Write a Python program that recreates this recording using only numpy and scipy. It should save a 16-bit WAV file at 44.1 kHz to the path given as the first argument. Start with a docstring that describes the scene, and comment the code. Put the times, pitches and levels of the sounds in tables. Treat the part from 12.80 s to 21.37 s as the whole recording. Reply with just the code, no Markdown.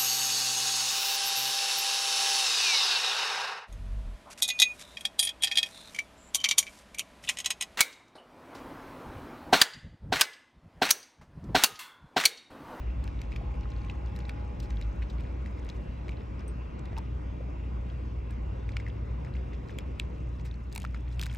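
"""Dogs chew raw meat and bones on an open lawn, close to a handheld two-port microphone.
Cracks are ringing noise bursts, mouth knocks are short rough tones, wet crackle is many tiny ticks.
Behind them are a town roar of shaped noise, and a machine hum and passing engines made of low tones.
Wavering sine tones are held far off, and a collar tag tinks once as a few dying sine tones."""
import sys
import numpy as np
from scipy import signal
from scipy.fft import rfft, irfft
from scipy.io import wavfile
from scipy.ndimage import uniform_filter1d

SR = 44100
rng = np.random.default_rng(int(sys.argv[2]) if len(sys.argv) > 2 else 0)


def digitize_waveform(pressure):
    """Quantize a signal to 16-bit integers and store it at the path in sys.argv[1].

    Rows of a 2-D input are taken as channels; values are limited to [-1, 1].
    """
    field = np.atleast_2d(pressure).T
    bounded = np.clip(field, -1, 1)
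    quanta = np.round(bounded * 32767).astype(np.int16)
    wavfile.write(sys.argv[1], SR, quanta)


N = 377937  # length of the scene in samples

# Colour of the town roar: [f/Hz, relative level/dB per Hz]
ROAR_COLOUR = [(25, -23.5), (49, -4.5), (78, -5), (163, -13.5), (483, -21), (787, -29), (1030, -30),
               (1680, -38), (2100, -39), (2800, -40), (2950, -46), (6210, -58), (8830, -68), (12000, -71),
               (16500, -86)]
# The roar as the microphone turns: [t/s, level/dB, extra low mids/dB, extra bass/dB]
ROAR_TURNING = [(0, -38, -3, -0.45), (4, -39, -2, 0.8), (7.101, -39.5, 0.5, 0.5), (7.7, -42.5, -3, 3.5),
                (8.57, -41, -8, 2.5)]
# How the roar differs at the two ports: [f/Hz, likeness 0-1, phase of right/rad, left minus right/dB]
ROAR_PORTS = [(60, .999, -0.16, -0.2), (174, 0.94, 0.5, 2), (265, 0.94, 0.97, 1), (370, 0.9, 1.4, 3),
              (534, 0.6, 1.8, -1.5), (705, 0.5, 3.5, 1), (1070, 0.16, 2.5, -6), (1220, 0.3, 3.5, 7),
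              (1470, 0.95, 5, 3), (1750, 0.59, 4, 1.5), (2150, 1, 7, 0), (3000, 0.87, 7, 0),
              (4270, 0.93, 4.5, 1), (6000, 0.6, 6.5, 0.5), (12100, 0.9, 8, -0.5)]
# Machine hum: [t/s, rms level/dB, rms level of the octave/dB], both before wavering
HUM_LEVELS = [(0, -33, -61), (.5, -36.5, -46), (2.2, -36.5, -54.5), (3.5, -38, -60), (4.3, -35.5, -49),
              (7.698, -38, -49), (8.62, -32.5, -44.5)]
HUM_HZ = 59.85  # middle pitch, before wavering
# Engines revving on the road, before wavering:
# [start t/s, length/s, firing f/Hz from, firing f/Hz to, loudest rms level/dB, octave against it/dB]
ENGINES = [(-.5, 2.18, 50.7, 48.92, -38, -14.5), (1.602, 0.98, 49.14, 55.5, -34.5, -14),
           (2.548, 0.93, 53.73, 48.8, -42, -11), (5.438, 0.97, 44.76, 56.2, -40.5, -1),
           (6.204, 0.61, 61.85, 66.2, -41, -6)]
ENGINE_SWELL_DB = 32.5  # loudest point above the start and end

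# Pitches of the faint far tones: [f/Hz]
FAR_TONE_HZ = [484.5, 587, 813, 834.4, 1061]
# One row for each far tone: [start t/s, release t/s, level/dB without the faint remainder]
FAR_TONES = [(0.42, 2, -66.5), (1.3, 2.1, -66.5), (.62, 1.5, -64), (0.64, 1.72, -60.5), (0.69, 1, -63)]
TONE_FADE_DB_PER_S = 25  # extra fall after release
TONE_LINGER_DB = -8.5  # faint remainder against the tone, also there before it starts

# Ringing modes of the collar tag: [f/Hz, level/dB, time to fall 60 dB/s]
TAG_MODES = [(6050, -56, 0.03), (8250, -55, 0.097), (8650, -46.5, 0.045), (12000, -63, .03)]
TAG_S = 3.679  # time of the tink, s

# Wet crackle between the bites: [t/s, level/dB]
CHEWING_LEVEL = [(0, -81), (.9, -70.5), (3.2, -71), (3.6, -80), (7.8, -71), (7.97, -71), (8.1, -69.5),
                 (8.36, -67.5), (8.42, -65), (8.57, -65)]
# Colour of the wet crackle: [f/Hz, level/dB]
WET_COLOUR = [(700, -8), (1500, -2.5), (2500, -1), (4000, -5), (6000, -4.5), (9000, -5.5), (17000, -25)]
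# Each crack swells a duller crackle around it, more for bright cracks
BITE_DB, BITE_SHARE = -63.5, 0.045  # base level, dB; added dB per dB of crack brightness
BITE_S, BITE_HZ = 0.023, 2700  # half the length of the swell, s; middle of the dull crackle, Hz

# Hollow knocks of jaw and mouth: [t/s, peak level/dB, f/Hz, fall time/cycles]
MOUTH_KNOCKS = [(.612, -40.5, 705, 2.7), (.855, -40.5, 1280, 2.8), (4.128, -40.5, 620, 1.7),
                (4.167, -41, 895, 5.1), (4.177, -35, 884, 4.1), (4.185, -35.5, 926, 3.3),
                (4.605, -38, 530, 2.1), (4.683, -46, 583, 1.9), (5.967, -36.5, 1420, 2.5),
                (7.96, -39, 910, 2.7), (7.979, -41, 890, 1.5), (8.042, -33, 910, 0.54),
                (8.049, -28, 1320, 2.1), (8.145, -35.5, 1350, 1.7), (8.403, -42, 1200, 1.5),
                (8.428, -36.5, 1465, 0.96), (8.462, -41, 1540, 2.4), (8.501, -49, 1210, 0.71)]
KNOCK_ROUGHNESS = 0.32  # rms of the noise against the tone's peak

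# Bone cracks: [t/s, peak level of the ring/dB, ring f/Hz, splinters against the ring/dB]
CRACKS = [(0.241, -50.5, 4200, 7), (.277, -41, 2570, -12), (.3914, -47, 3700, -31),
          (0.4162, -37, 2320, -8.5), (.5165, -53, 2700, -30), (0.5204, -38.5, 2180, -22),
          (0.5272, -39, 2550, -31), (0.5365, -45, 2400, -33), (0.562, -33, 2470, -16),
          (.742, -47, 2300, -23), (.81, -54, 5530, -7), (0.8316, -45, 2640, -32), (.903, -51, 5600, -20),
          (.918, -45.5, 4250, -25), (.9637, -50, 4230, -28), (1.017, -53, 4450, -30),
          (1.048, -47, 2430, -10), (1.086, -48, 3220, -19), (1.0982, -31, 2620, -25),
          (1.261, -53, 4450, -21), (1.3625, -42, 3880, -3), (1.3897, -43.5, 2000, -9),
          (1.405, -48, 4300, -14), (1.453, -45.5, 3920, -19), (1.494, -32, 2270, -11),
          (1.904, -46.5, 6250, -12), (1.907, -41.5, 2400, -12), (1.971, -43.5, 3400, -29),
          (2.013, -41, 2150, -8), (2.024, -39.5, 3900, -24), (2.385, -48, 2200, -28),
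          (2.407, -50, 3270, -6), (2.4437, -46, 2360, -40), (2.66, -38, 2030, -25), (2.781, -47, 2100, -35),
          (2.829, -54, 3230, -30), (2.848, -55, 8650, -2), (2.89, -40.5, 5100, -13),
          (2.8993, -34.5, 3900, -21), (3.282, -40, 2040, -18), (3.2924, -34, 2300, -18),
          (3.319, -43, 2600, -20), (3.371, -52, 4200, -26), (3.41, -51, 2000, -29), (3.594, -50, 5200, -16),
          (3.993, -50, 7360, -24), (4.056, -51, 4200, -6), (4.129, -48, 1790, -30), (4.167, -39, 2640, -28),
          (4.177, -43, 3450, -5), (4.1831, -42, 5150, 1), (5.1, -46, 3220, -33), (5.508, -52.5, 4270, 7),
          (5.8912, -36.5, 2210, -24), (5.919, -47, 4200, -18), (5.968, -27.5, 2290, -18.5),
          (6, -37.5, 2120, -28), (6.0653, -36, 1970, -47), (6.0765, -42, 1870, -34), (6.084, -52, 5000, -6),
          (6.448, -41.5, 2080, -19), (6.461, -57, 4160, -20), (6.5384, -48.5, 4000, -18),
          (6.5522, -42, 2090, -30), (6.567, -46, 2900, -26), (6.732, -43, 2040, -46),
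          (6.8861, -50, 4400, -8), (6.895, -40.5, 1880, -25), (6.9084, -49, 2200, -9),
          (6.9865, -35.5, 2320, 0.5), (6.987, -33.5, 3200, -30), (7.1973, -32.5, 8500, -1),
          (7.1978, -24.5, 2510, -25), (7.1982, -26, 3360, -29), (7.5957, -52, 3430, -7),
          (7.712, -43, 3700, -40), (7.742, -48, 4260, -18), (7.9265, -48, 4600, 9), (7.9325, -57, 3000, 8),
          (7.945, -50, 3970, -12), (7.951, -48, 4570, 16), (7.9603, -33.5, 2780, 5.5),
          (7.978, -36, 2320, 4), (8.001, -52, 3000, 10), (8.019, -48.5, 2680, 6), (8.0307, -48, 3340, -3),
          (8.042, -51, 2360, -2), (8.05, -38.5, 2350, -10), (8.1454, -39, 2120, -15),
          (8.2753, -51, 2050, -29), (8.395, -31.5, 3070, -4), (8.4036, -50, 2250, 1),
          (8.414, -29.5, 3450, 0), (8.4262, -36, 2470, 2), (8.43, -46, 3860, -2), (8.4345, -33, 3700, -4),
          (8.458, -41, 3740, 3), (8.465, -37, 1660, 0), (8.498, -41, 3250, -37),
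          (8.502, -50.5, 3170, -24.5), (8.5155, -51, 3900, 0), (8.528, -51, 4000, 3),
          (8.538, -51.5, 2510, 6), (8.5483, -45.5, 1810, 7.5), (8.557, -49, 3000, -2)]
# Slower breaks and grinding of teeth:
# [t/s, peak level of the ring/dB, ring f/Hz, splinters against the ring/dB, length setting/ms]
SCRAPES = [(1.801, -40.5, 4830, -3, 1.7), (1.82, -51.5, 3930, -5, 11), (2.22, -39.5, 2200, -24, 4.4),
           (2.298, -45.5, 3950, -11, 3.2), (3.605, -47.5, 1570, -41, 9.5), (7.646, -48, 2000, -3.5, 8.9),
           (8.322, -53.5, 3560, -4, 4.7), (8.42, -56, 3020, 8, 9.1), (8.453, -50, 2190, -3, 7.6)]
# Resonances of the bone, before each break stirs them: [f/Hz, level/dB]
BONE_MODES = [(2250, 3), (3800, 2.5), (5250, -2.5), (7400, -5.5)]
BONE_WIDTH, BONE_SPREAD_DB = 0.18, 4  # width as a share of pitch; size of the uneven stirring, dB
# Colour of the splinters: [f/Hz, level/dB]
SPLINTER_COLOUR = [(4000, -36.5), (6500, -1), (8500, 0.5), (12000, -5), (17000, -8)]
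CRACK_MS = 0.83  # length setting of a crack at 0 dB brightness, ms
BRIGHT_SHORTENS = 0.11  # brighter cracks are shorter: dB of length per dB
GRIT_DB, GRIT_SHARE = 0, 0.46  # grit against the ring: base dB, plus a share of the brightness

# Near and far-tone sounds at the right port against the left: [f/Hz, phase/rad]
NEAR_PHASE = [(500, 0.22), (1300, -1.4), (2150, 0.2), (3300, -1.1), (6000, 0.77), (9000, -1.33),
              (13000, -1.46)]
# Treble colour of the whole sound, with dips near 10 and 14 kHz: [f/Hz, level/dB]
TREBLE_COLOUR = [(9000, 0), (10200, -15), (11300, 3), (12700, 0.5), (14000, -13), (15300, -5)]
EDGE_HZ = 16600  # upper band limit


def gain_of(db):
    """Turns decibels into gain."""
    return 10 ** (np.asarray(db) / 20)


def evened(x):
    """Scales a signal to rms 1."""
    return x / np.sqrt(np.mean(x ** 2) + 1e-20)


def smoothed(x, size):
    """Averages twice over a sliding stretch, leaving only slow changes."""
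    return uniform_filter1d(uniform_filter1d(x, size), size)


def read(points, hz):
    """Reads every column of a table on a log-frequency axis."""
    f, *columns = np.transpose(points)
    return np.squeeze([np.interp(np.log(hz + 1), np.log(f + 1), c) for c in columns])


def add(mix, s, sound):
    """Mixes a sound in at a time in seconds."""
    part = mix[round(s * SR):][:len(sound)]
    part += sound[:len(part)]


def band(hz, centre_hz, width):
    """A broad resonance, with its half width as a share of its pitch."""
    return 1 / (1 + ((hz - centre_hz) / (width * centre_hz)) ** 2)


def burst(noise, colour, ms, rise_ms):
    """Coloured noise that swells and falls, peak 1; longer breaks build up more slowly."""
    t_ms = np.arange(len(noise)) / SR * 1000
    ms = max(ms, 0.2)
    slow_rise_ms = rise_ms + 0.8 * max(ms - 1.6, 0)
    rise = (1 - np.exp(-t_ms / slow_rise_ms)) ** 2
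    fall = np.exp(-t_ms / (1.49 * ms))
    x = irfft(rfft(noise) * colour) * rise * fall
    return x / abs(x).max()


def roar():
    """Distant traffic and ventilation: wide noise in faint patches, partly alike at the two ports."""
    frames, hz = N // 512 + 5, np.fft.rfftfreq(2048, 1 / SR)
    a, b, c, d, patches = rng.standard_normal((frames, 1025, 5)).T
    # patches are smooth over pitch and time
    patches = evened(uniform_filter1d(uniform_filter1d(patches, 20, 0), 8, 1))
    s, db, body_db, bass_db = np.transpose(ROAR_TURNING)
    t = np.arange(frames) * 512 / SR

    same, phase, lean_db = read(ROAR_PORTS, hz)[:, :, None]
    same = np.clip(same, 0, 1)
    left = a + 1j * b
    right = same * np.exp(1j * phase) * left + np.sqrt(1 - same ** 2) * (c + 1j * d)
    spectrum = np.array([left * gain_of(lean_db / 2), right * gain_of(-lean_db / 2)])

    colour_db = read(ROAR_COLOUR, hz)[:, None]
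    patch_db = 2.05 * patches * (hz / (hz + 500))[:, None]  # weaker in the bass
    low_mid_db = band(hz, 440, 0.22)[:, None] * np.interp(t, s, body_db)
    low_db = band(hz, 160, 0.93)[:, None] * np.interp(t, s, bass_db)
    spectrum *= gain_of(colour_db + patch_db + low_mid_db + low_db)
    noise = signal.istft(spectrum, nperseg=2048, noverlap=1536)[1][:, :N]
    return evened(noise) * gain_of(np.interp(np.arange(N) / SR, s, db))


def drone(rows, waver, throb_db):
    """A low tone and its octave, pitch and level wavering a little."""
    s, *columns = np.transpose(rows)
    t = np.arange(s[0], s[-1], 1 / SR)
    hz, db, octave_db = (np.interp(t, s, c) for c in columns)
    drift = evened(smoothed(rng.standard_normal(len(t)), 3000))
    phase = 2 * np.pi * (np.cumsum(hz * (1 + waver * drift)) / SR + rng.random())
    throb = evened(smoothed(rng.standard_normal(len(t)), 5000))
    tones = gain_of(db) * np.sin(phase) + gain_of(octave_db) * np.sin(2 * phase)
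    out = np.zeros(N)
    add(out, s[0], np.sqrt(2) * gain_of(throb_db * throb) * tones)
    return out


def machine_hum():
    """A machine's steady low tone and octave, their levels slowly changing."""
    rows = [(s, HUM_HZ, db, octave_db) for s, db, octave_db in HUM_LEVELS]
    return drone(rows, waver=0.01, throb_db=1.26)


def passing_engine(start, length, from_hz, to_hz, db, octave_db):
    """An engine's firing tone glides in pitch while its level swells and falls."""
    u = np.linspace(max(-start / length, 0), 1, num=12)  # share of the pass, skipping time before 0
    s = np.maximum(start + u * length, 0)
    hz = from_hz + (to_hz - from_hz) * u
    level_db = db - ENGINE_SWELL_DB * (2 * u - 1) ** 4
    rows = np.transpose([s, hz, level_db, level_db + octave_db])
    return drone(rows, waver=0.0098, throb_db=-1.0)


def far_tones():
    """Held tones that swell in, waver, slowly weaken and sink faster once released."""
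    t, out = np.arange(N) / SR, np.zeros(N)
    waver = smoothed(rng.standard_normal((len(FAR_TONE_HZ), N)), 5000)
    for hz, (start, release, db), w in zip(FAR_TONE_HZ, FAR_TONES, waver):
        since_release = np.maximum(t - release, 0)
        fall_db = np.maximum(200 * (start - t), 1.5 * (t - start)) + TONE_FADE_DB_PER_S * since_release
        level = gain_of(-fall_db) + gain_of(TONE_LINGER_DB - 1.9 * since_release)
        tone = np.sin(2 * np.pi * (hz * t + rng.random()))
        out += level * gain_of(db + 1.7 * evened(w)) * tone
    return out


def tag_tink():
    """A struck metal tag rings at several pitches, each dying at its own speed."""
    out, t = np.zeros(N), np.arange(SR // 4) / SR
    for (hz, db, t60), phase in zip(TAG_MODES, rng.random(len(TAG_MODES))):
        rise = np.minimum(t * hz / 8, 1)  # full after 8 cycles
        add(out, TAG_S, gain_of(db - 60 * t / t60) * np.sin(2 * np.pi * (hz * t + phase)) * rise)
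    return out


def chewing():
    """Worked meat gives many tiny sticky ticks of varied pitch in clumps, with a duller swell at bites."""
    s, db = np.transpose(CHEWING_LEVEL)
    clumps = evened(smoothed(rng.standard_normal(N), 600))
    chance = 1200 * gain_of(4.0 * clumps) / SR  # chance of a tick at each sample
    tick_db = 4.4 * np.minimum(rng.exponential(1, N), 3.4)
    size = gain_of(tick_db) * (rng.random(N) < chance)
    kind, hz, out = rng.integers(0, 24, N), np.fft.rfftfreq(256, 1 / SR), np.zeros(N)
    for k, pitch_hz in enumerate(np.geomspace(800, 13000, num=24)):
        tick = burst(rng.standard_normal(256), band(hz, pitch_hz, 0.3) ** 2, 0.9, rise_ms=0.5)
        out += signal.oaconvolve(size * (kind == k), tick)[:N]

    full_hz = np.fft.rfftfreq(N, 1 / SR)
    wet = irfft(rfft(out) * gain_of(read(WET_COLOUR, full_hz)), N)
    dull = irfft(rfft(wet) * band(full_hz, BITE_HZ, 1.0), N)
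    bite_power = np.zeros(N)
    swell = signal.windows.hann(round(2 * BITE_S * SR))
    for at, *_, bright_db in CRACKS:
        power = gain_of(BITE_DB + BITE_SHARE * bright_db) ** 2
        add(bite_power, max(at - 0.6 * BITE_S, 0), power * swell)
    between = evened(wet) * gain_of(np.interp(np.arange(N) / SR, s, db))
    return between + evened(dull) * np.sqrt(bite_power)


def mouth_knocks():
    """The mouth cavity rings briefly at one pitch, roughened by the wet flesh around it."""
    out, t, spread_hz = np.zeros(N), np.arange(2048) / SR, np.fft.rfftfreq(2048, 1 / SR)
    for (s, db, hz, cycles), noise in zip(MOUTH_KNOCKS, rng.standard_normal((len(MOUTH_KNOCKS), 2048))):
        rough = evened(irfft(rfft(noise) * band(spread_hz, 1.12 * hz, 0.36) ** 2))
        tone = np.sin(2 * np.pi * hz * t) + KNOCK_ROUGHNESS * rough
        knock = tone * (1 - np.exp(-t / 0.001)) * np.exp(-t * hz / cycles)
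        add(out, s, gain_of(db) * knock / abs(knock).max())
    return out


def with_crumbs(breaks):
    """Adds a sparse, fading spatter of tiny falling crumbs after each break, its pattern changing over time."""
    t = np.arange(150, 2500) / SR
    patterns = []
    for _ in range(3):
        hits = rng.standard_normal(len(t)) * (rng.random(len(t)) < 220 / SR)  # about 220 a second
        patterns.append(np.r_[1, np.zeros(149), gain_of(-22 - 60 * t / 0.11) * hits])
    # three rotating weights, whose squares always sum to 1, blend the patterns
    turns = np.arange(N) / SR * 7.3 + np.arange(3)[:, None] / 3
    share = np.cos(2 * np.pi * turns) * np.sqrt(2 / 3)
    return sum(w * signal.oaconvolve(breaks * w, p)[:N] for w, p in zip(share, patterns))


def bone_cracks():
    """Each break rings the piece of bone, grinds and sheds bright splinters; crumbs follow."""
    out, hz, t = np.zeros(N), np.fft.rfftfreq(2048, 1 / SR), np.arange(2048) / SR
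    rows = [(*row, CRACK_MS / gain_of(BRIGHT_SHORTENS * row[3])) for row in CRACKS] + SCRAPES
    noises = rng.standard_normal((len(rows), 3, 2048))
    for (s, db, ring_hz, bright_db, ms), noise in zip(rows, noises):
        # the first blow rings true, the duller the truer
        clear = 0.53 / gain_of(0.21 * bright_db) * np.sin(2 * np.pi * ring_hz * t) * np.exp(-t / 0.0026)
        ring = burst(noise[0] + clear, band(hz, ring_hz, 0.49) ** 2, ms, rise_ms=0.46)
        bone = 0
        for (mode_hz, level_db), chance in zip(BONE_MODES, noise[2]):
            bone = bone + gain_of(level_db + BONE_SPREAD_DB * chance) * band(hz, mode_hz, BONE_WIDTH)
        grit = burst(noise[1], bone * band(hz, 4000, 1.0), 1.47 * ms, rise_ms=0.26)
        splinter = burst(noise[2], gain_of(read(SPLINTER_COLOUR, hz)), 0.95 * ms, rise_ms=0.25)
        grit_gain = gain_of(GRIT_DB + GRIT_SHARE * bright_db)
        crack = ring + grit_gain * grit + gain_of(bright_db) * splinter
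        add(out, s - 0.0003, gain_of(db) * crack)  # begins just ahead of the listed time
    return with_crumbs(out)


def at_ports(x, lean_db):
    """A sound reaches the two ports with a phase shift that varies with pitch, and a small level lean."""
    half_shift = np.exp(0.5j * read(NEAR_PHASE, np.fft.rfftfreq(N, 1 / SR))) / gain_of(lean_db / 2)
    return irfft(rfft(x) * np.array([1 / half_shift, half_shift]), N)


def scene():
    """Mixes the town, the far tones and the chewing dogs into two channels."""
    low = machine_hum() + sum(passing_engine(*row) for row in ENGINES)
    mouth = chewing() + mouth_knocks() + bone_cracks()
    pointed = at_ports(far_tones() + tag_tink() + mouth, lean_db=0.9)  # left louder by 0.9 dB
    return roar() + low * gain_of([[0.15], [-0.15]]) + pointed


def record(dry):
    """The treble is coloured and the deepest bass dropped; then comes the band limit."""
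    wide = np.pad(dry, ((0, 0), (2048, 2048)), "reflect", reflect_type="odd")  # room for filter edges
    size = wide.shape[1]
    colour = gain_of(read(TREBLE_COLOUR, np.fft.rfftfreq(size, 1 / SR)))
    coloured = irfft(rfft(wide) * colour, size)
    thin = signal.sosfilt(signal.butter(4, 35, "highpass", fs=SR, output="sos"), coloured)
    band_limit = signal.firwin(511, EDGE_HZ, window=("kaiser", 9), fs=SR)
    return signal.oaconvolve(thin, band_limit[None], "same")[:, 2048:-2048]


dry = scene()
out = record(dry)
digitize_waveform(out)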